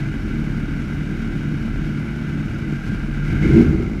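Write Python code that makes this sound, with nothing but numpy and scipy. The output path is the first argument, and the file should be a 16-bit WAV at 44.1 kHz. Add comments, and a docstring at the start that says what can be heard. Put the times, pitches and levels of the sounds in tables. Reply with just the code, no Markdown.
"""A small workshop: a motorcycle idles unevenly, and near the end the throttle is blipped once.
Each firing thumps into the resonances of the exhaust and the room, and now and then one thuds harder.
Valves and gears clatter in the engine case, with a thin whine and faint squeaks on top.
The intake honks as the throttle opens; a deep drone and a faint room rumble lie under it all."""
import sys
import numpy as np
from scipy import signal
from scipy.fft import rfft, irfft
from scipy.io import wavfile
from scipy.ndimage import uniform_filter1d

SR = 44100
rng = np.random.default_rng(int(sys.argv[2]) if len(sys.argv) > 2 else 0)


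def wrap_up_sound(samples):
    """Save the sound to the file named by the first command line argument, as 16-bit audio."""
    columns = np.atleast_2d(samples).T
    # keep every value between -1 and 1, then stretch to whole-number steps
    tamed = np.clip(columns, -1, 1)
    steps = np.round(tamed * 32767).astype(np.int16)
    wavfile.write(sys.argv[1], SR, steps)


N = 176400

# Engine speed, from idle into the blip. Each row: time in seconds, firings per second.
FIRING_RATE = [(0, 35.8), (.2, 37), (.45, 37.6), (.75, 37), (1.0, 37.5), (1.45, 37), (1.75, 36.6),
               (2.0, 37.3), (2.4, 37), (2.75, 35.8), (3.24, 36.8), (3.38, 50), (3.46, 61), (3.53, 71),
               (3.61, 83), (3.66, 78), (3.73, 65), (4.0, 46)]
# The lope of the four cylinders. Each entry, in firing order: accent in dB.
CYLINDER_ACCENTS = [0.2, 0.9, -0.1, -2.8]
# How hard the firings hit. Each row: time in seconds, gain in dB.
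FIRING_EFFORT = [(0, -1.5), (.3, 1), (.7, -0.5), (.85, -1), (1.15, -1), (1.65, 0.5), (2.1, -1.5),
                 (2.72, -0.5), (2.81, -6.5), (2.9, 2), (3.08, -2), (3.25, -4), (3.33, 6.5), (3.39, -3),
                 (3.45, 8), (3.53, 6), (3.575, 12), (3.615, 13), (3.645, 2), (3.72, 3), (3.8, 4),
                 (3.87, -2.5), (4.0, -2.5)]
# Boom of exhaust and room. Each row: pitch in Hz, width in Hz, idle level in dB before the effort gain,
# extra at top speed in dB, turbulent share at idle from 0 to 1.
BOOM_MODES = [(52.1, 6.2, -33, -0.5, 0.67), (85.5, 6.3, -33.5, 2, 0.29), (118, 21.5, -32, -1, 0.94),
              (174.9, 18, -34.5, -10, 0.43), (206.7, 21.5, -30.5, 4.5, 0.29), (227.5, 13.5, -33, 5.5, 0.05),
              (275.6, 7.3, -35, -1.5, 0.26), (306.7, 14.8, -36.5, 7.5, 0.51),
              (329.3, 19.2, -41.5, 19, 0.36), (375, 12, -44.5, 14, 0.2), (406, 27, -49, 14.5, 0.73),
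              (488, 18.4, -53, 5.5, 0.83)]
# Rasp of gas leaving the pipe. Each row: frequency in Hz, relative level in dB.
RASP_EQ = [(250, -75), (420, -5), (580, 4.5), (780, 0.5), (1020, -6.5), (1400, 4.5), (3000, -43.5)]
# Pitches cancelled by wall reflections. Each row: frequency in Hz, width in Hz.
WALL_NOTCHES = [(66, 2.9), (167, 1.9), (250, 9.5), (290, 4.1), (358, 22)]
# Fader for the hum of the strongest resonance. Each row: time in seconds, level in dB.
HUM_FADER = [(0, -20.5), (.12, -27), (.24, -41), (.36, -26), (.52, -26), (.62, -32), (.77, -26.5),
             (.87, -33), (1.0, -25), (1.22, -36), (1.4, -27), (1.56, -22.5), (1.67, -32.5), (1.78, -27),
             (1.98, -25), (2.1, -30.5), (2.3, -25.5), (2.42, -24.5), (2.52, -32.5), (2.74, -23.5),
             (2.81, -34), (2.9, -28), (3.1, -30), (3.2, -23.5), (3.36, -22.5), (3.48, -18), (3.54, -9),
             (3.61, -39), (3.68, -16.5), (3.78, -29), (4.0, -30.5)]
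# Single hard firings. Each row: start in seconds, peak level in dB.
THUDS = [(.357, -21), (1.534, -29), (1.86, -16.5), (2.401, -31), (2.725, -14), (2.892, -16), (3.172, -15.5),
         (3.439, -36), (3.535, -10), (3.654, -10.5), (3.719, -17)]
# Ring of the engine case. Each row: pitch in Hz, width in Hz, level in dB before the fader.
CASE_MODES = [(1413, 79, -45.5), (1522, 28, -47), (1568, 53, -48.5), (1707, 120, -56.5), (2020, 51, -52),
              (2252, 145, -49.5), (2640, 130, -64.5), (2905, 110, -54), (3255, 55, -66), (3720, 74, -62),
              (5440, 250, -69.5), (6480, 140, -73)]
# Fader for the ringing case. Each row: time in seconds, gain in dB.
CASE_FADER = [(0, 0.5), (.4, 0.5), (1.9, 1), (2.65, 1), (2.85, 0.5), (3.08, -0.5), (3.3, 2.5), (3.58, 3.5),
              (3.8, -5.5), (4.0, -6.5)]
# Broad rustle of chain and valve gear. Each row: frequency in Hz, relative level in dB.
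RUSTLE_EQ = [(700, 7), (1300, 0), (2400, 4.5), (3300, -4.5), (4600, -5.5), (6000, -9), (8000, -15),
             (11000, -19.5), (15000, -26)]
# Fader for the rustle. Each row: time in seconds, gain in dB.
RUSTLE_FADER = [(0, 1), (1.9, 0.6), (3.22, 0.5), (3.31, 4), (3.39, 2), (3.45, 4.5), (3.61, 8), (3.68, 2.5),
                (3.78, -1), (4.0, -2)]
# Brief rattles of the valve gear. Each row: centre in seconds, relative level in dB.
VALVE_RATTLES = [(.161, -7), (.285, -8), (.907, -19), (1.014, -5), (1.214, -1), (1.445, -1), (1.661, -5),
                 (1.753, -6), (1.86, -2), (2.004, -5), (2.294, 3), (2.404, 0), (2.506, 0), (2.726, 1),
                 (2.877, 4), (2.948, 3), (3.187, -2), (3.826, 3)]
# Honk of the intake. Each row: frequency in Hz, relative level in dB.
INTAKE_EQ = [(600, -5), (1100, -9), (1500, -8), (1820, -16), (2030, 10.5), (2170, 10), (2350, 1.5),
             (2700, -8), (3200, -14), (4500, -16.5), (6500, -17), (9000, -38), (15000, -60)]
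# Opening of the throttle. Each row: time in seconds, linear gain on the intake.
THROTTLE_GAIN = [(3.22, 0.14), (3.31, 0.57), (3.41, 0.25), (3.44, 1.1), (3.49, 0.6), (3.57, 0.53),
                 (3.67, 0.22), (3.76, 0.29)]
# Fader for the gear whine. Each row: time in seconds, level in dB.
WHINE_FADER = [(0, -54), (1.2, -53), (2.6, -62), (2.8, -39), (3.05, -47.5), (3.25, -43.5), (3.55, -40),
               (4.0, -66)]
# Faint metallic squeaks. Each row: centre in seconds, level of the upper note in dB.
SQUEAK_CUES = [(.214, -74), (.383, -74), (.584, -76), (.776, -73), (.86, -75), (.95, -73), (1.215, -75),
               (1.372, -76), (1.49, -73), (1.632, -71), (1.87, -72), (2.034, -72), (2.209, -78),
               (3.485, -72)]
# Fader for the deep drone. Each row: time in seconds, level in dB.
DRONE_FADER = [(0, -35), (.3, -29.5), (.5, -27.5), (.9, -32.5), (1.3, -29), (1.55, -33.5), (1.78, -25),
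               (2.05, -42), (2.3, -36), (2.55, -38), (2.9, -30.5), (3.05, -27.5), (3.3, -26), (3.6, -26),
               (4.0, -38)]
# Rumble of the room. Each row: frequency in Hz, relative level in dB.
RUMBLE_EQ = [(10, 0), (25, -7), (45, -1), (90, -7), (300, -45), (1000, -82)]

PUFF_S = 0.0076   # dry decay time of the burst after each firing
RATTLE_TICKS_PER_S = 410


def firings(speed, wander=0.012, jitter_s=0.0005, spread_db=0.5):
    """One click per firing, uneven in time and strength at idle, steadier when revved."""
    count = np.cumsum(speed * (1 + wander * drift(3))) / SR
    at = np.flatnonzero(np.diff(np.floor(count), prepend=-1))
    timing, strength = rng.standard_normal((len(at), 2)).T
    uneven = unevenness(speed)[at]
    at = np.clip(at + (jitter_s * SR * uneven * timing).astype(int), 0, N - 1)
    clicks = np.zeros(N)
    clicks[at] = from_db(uneven * (np.resize(CYLINDER_ACCENTS, len(at)) + spread_db * strength))
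    return clicks


def exhaust(clicks, speed):
    """Boom, a dry thump straight from the tailpipe and a rasp of gas, notched by wall reflections."""
    effort_db = curve(FIRING_EFFORT)
    puffs = decays(clicks, PUFF_S)
    body = boom(clicks, puffs, speed, effort_db)
    thump = from_db(-34 + 0.96 * effort_db) * rms_one(bandpass(clicks, 171, 337, order=3))
    rasp = from_db(-46 + 0.19 * effort_db) * colour(puffs * noise(), RASP_EQ)
    pipe = body + thump + rasp
    for hz, width in WALL_NOTCHES:
        pipe = signal.lfilter(*signal.iirnotch(hz, hz / width, fs=SR), pipe)
    return pipe


def boom(clicks, puffs, speed, effort_db, tone_spread=0.66):
    """Kicks and turbulent puffs ring the exhaust and room; the upper resonances swell with speed."""
    revved, uneven = revving(speed), unevenness(speed)
    rings, power = 0, 0
    for hz, width, db, revved_db, idle_turbulence in BOOM_MODES:
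        turbulence = idle_turbulence * uneven
        kicks = rms_one(clicks * (1 + tone_spread * uneven * noise()))
        drive = np.sqrt(1 - turbulence) * kicks + np.sqrt(turbulence) * puffs * noise()
        gain = from_db(db + effort_db + revved_db * revved)
        rings += gain * resonate(drive, hz, width, skirt_widths=3.9)
        power += gain ** 2
    level = np.sqrt(power)
    return bandpass(level * level_out(rings / level), 47.6, 520)


def hum(clicks):
    """The strongest resonance sings on whichever multiple of the firing rate lies nearest."""
    ring = resonate(clicks, hz=143.74, width_hz=7.6, skirt_widths=2.5)
    return from_db(curve(HUM_FADER)) * level_out(ring)


def growl(speed, from_hz=35, full_hz=62):
    """The pipe radiates the firing rate as a low tone that comes forward in the blip."""
    opening = np.clip((speed - from_hz) / (full_hz - from_hz), 0, 1)
    return from_db(-24) * opening * tone(speed)


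def hard_firings():
    """Now and then a charge burns harder and thuds out of the pipe."""
    start_s, peak_db = np.transpose(THUDS)
    clicks = np.zeros(N)
    clicks[(start_s * SR).astype(int)] = from_db(peak_db)
    thuds = bandpass(clicks, 85.6, 289, order=4)
    return thuds * clicks.max() / np.abs(thuds).max()


def clatter(clicks, tick_share=0.31):
    """Valve gear ticks and rubs, bunched at each firing, and rings the engine case over the rustle."""
    pulse = (1 + decays(clicks, PUFF_S)) * from_db(-0.5 * drift(8.2))
    drive = pulse * (np.sqrt(tick_share) * ticks(per_s=700) + np.sqrt(1 - tick_share) * noise())
    case = sum((-1) ** k * from_db(db) * resonate(drive, hz, width)   # neighbours alternate in polarity
               for k, (hz, width, db) in enumerate(CASE_MODES))
    return from_db(curve(CASE_FADER)) * case + rustle(pulse)


def rustle(pulse):
    """Chain and valve gear hiss and pulse gently, with light tappet ticks and brief rattles."""
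    rattles = from_db(-2.5) * swells(VALVE_RATTLES, 0.016) * ticks(RATTLE_TICKS_PER_S)
    flutter = pulse ** 0.4 * from_db(0.7 * drift(25))
    tappets = from_db(-9.5) * ticks(per_s=150)
    texture = flutter * (noise() + tappets + rattles)
    return from_db(-46.5 + curve(RUSTLE_FADER)) * colour(texture, RUSTLE_EQ)


def intake(clicks):
    """Air is gulped past the throttle at each firing and honks louder as it opens."""
    gulps = decays(clicks, PUFF_S) * noise()
    return from_db(-36.5) * curve(THROTTLE_GAIN) * colour(gulps, INTAKE_EQ)


def gear_whine():
    """The gears ring in one thin, narrow band."""
    return from_db(curve(WHINE_FADER)) * resonate(noise(), hz=1588, width_hz=16)


def squeaks(hz=11250):
    """Tiny metallic contacts ring a very high note and a louder one an octave below."""
    upper = resonate(ticks(RATTLE_TICKS_PER_S), hz, width_hz=100)
    lower = resonate(ticks(RATTLE_TICKS_PER_S), hz / 2, width_hz=100)
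    return swells(SQUEAK_CUES, 0.045) * (upper + from_db(4.5) * lower)


def drone(hz=35.4, wander=0.017):
    """A deep, nearly pure tone that swells and sinks."""
    return from_db(curve(DRONE_FADER)) * tone(hz * (1 + wander * drift(1.8)))


def room_rumble():
    """A faint bed of low noise fills the room."""
    return from_db(-50) * colour(noise(), RUMBLE_EQ)


def revving(speed):
    """How far the engine is revved: 0 at idle, 1 at top speed."""
    idle = np.median(speed)
    return np.clip((speed - idle) / (speed.max() - idle), 0, 1) ** 0.6


def unevenness(speed):
    """The engine's roughness: 1 at idle, a third less at top speed."""
    return 1 - 0.33 * revving(speed)


def decays(clicks, seconds, room_decay_s=0.032, room_share=0.71):
    """A dying envelope after every click, drawn out by the room's reverberation; rms 1."""
    direct_power = signal.lfilter([1], [1, -np.exp(-1 / (seconds * SR))], clicks + 1e-18) ** 2
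    pole = np.exp(-1 / (room_decay_s * SR))
    tail_power, _ = signal.lfilter([1 - pole], [1, -pole], direct_power, zi=[direct_power.mean()])
    return rms_one(np.sqrt((1 - room_share) * direct_power + room_share * tail_power))


def swells(cues, half_width_s):
    """A short bell-shaped envelope around each cue."""
    t = np.arange(N) / SR
    power = sum(from_db(db) ** 2 * np.exp(-np.minimum(((t - centre) / half_width_s) ** 2, 20))
                for centre, db in cues)
    return np.sqrt(power)


def resonate(x, hz, width_hz, skirt_widths=4.5):
    """Ring one resonance, its skirts rolled off about skirt_widths widths away; rms 1."""
    r = np.exp(-np.pi * width_hz / SR)
    ring = signal.lfilter([1, 0, -1], [1, -2 * r * np.cos(2 * np.pi * hz / SR), r * r], x + 1e-18)
    reach = 1 + skirt_widths * width_hz / hz
    return rms_one(bandpass(ring, hz / reach, hz * reach))


def bandpass(x, low_hz, high_hz, order=2):
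    """Roll off the lows and highs outside a band."""
    return signal.sosfilt(signal.butter(order, [low_hz, high_hz], "band", fs=SR, output="sos"), x + 1e-18)


def colour(x, eq):
    """Shape a sound with a smooth EQ curve, rolled off below its first point; rms 1."""
    hz, db = np.transpose(eq)
    bin_hz = np.maximum(np.arange(N // 2 + 1) * SR / N, 1)
    low_cut = np.minimum(bin_hz / hz[0], 1) ** 2
    gain = from_db(np.interp(np.log(bin_hz), np.log(hz), db))
    return rms_one(irfft(rfft(x) * low_cut * gain, N))


def level_out(x, window_s=0.07):
    """Ride the gain to take the slow surges out of a sound; rms near 1."""
    power = uniform_filter1d(x ** 2, int(window_s * SR), mode="reflect")
    return x / np.sqrt(np.maximum(power, 1e-12))


def drift(rate_hz, hop=40, settle=2000):
    """A slow random wobble; rms 1."""
    r = np.exp(-2 * np.pi * rate_hz * hop / SR)
    slow = signal.lfilter([1], [1, -2 * r, r * r], rng.standard_normal(N // hop + settle + 2))[settle:]
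    return np.interp(np.arange(N) / hop, np.arange(len(slow)), rms_one(slow))


def ticks(per_s):
    """Metallic contacts of equal size at random moments; rms 1."""
    polarity = rng.choice([-1, 1], N)
    return rms_one(polarity * (rng.random(N) < per_s / SR))


def tone(hz):
    """A sine that follows a pitch curve; rms 1."""
    return np.sqrt(2) * np.sin(2 * np.pi * np.cumsum(hz) / SR)


def noise():
    """White noise; rms 1."""
    return rng.standard_normal(N)


def curve(rows):
    """An automation curve at every sample."""
    return np.interp(np.arange(N) / SR, *np.transpose(rows))


def from_db(db):
    """Decibels to gain."""
    return 10 ** (np.asarray(db) / 20)


def rms_one(x):
    """Scale to rms 1."""
    return x / np.sqrt(np.mean(x ** 2) + 1e-20)


def scene():
    """The mono mix: pipe, mechanics and intake ride one train of firings over the low bed."""
    speed = curve(FIRING_RATE)
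    clicks = firings(speed)
    pipe = exhaust(clicks, speed) + hum(clicks) + growl(speed) + hard_firings()
    mechanics = clatter(clicks) + gear_whine() + squeaks()
    return (pipe + mechanics + intake(clicks) + drone() + room_rumble())[None]


def record(dry, cutoff_hz=15200):
    """Round off only the highest peaks, then cut the very top."""
    rounded = dry / (1 + dry ** 8) ** (1 / 8)
    return signal.sosfilt(signal.ellip(10, 0.1, 80, cutoff_hz, fs=SR, output="sos"), rounded)


dry = scene()
out = record(dry)
wrap_up_sound(out)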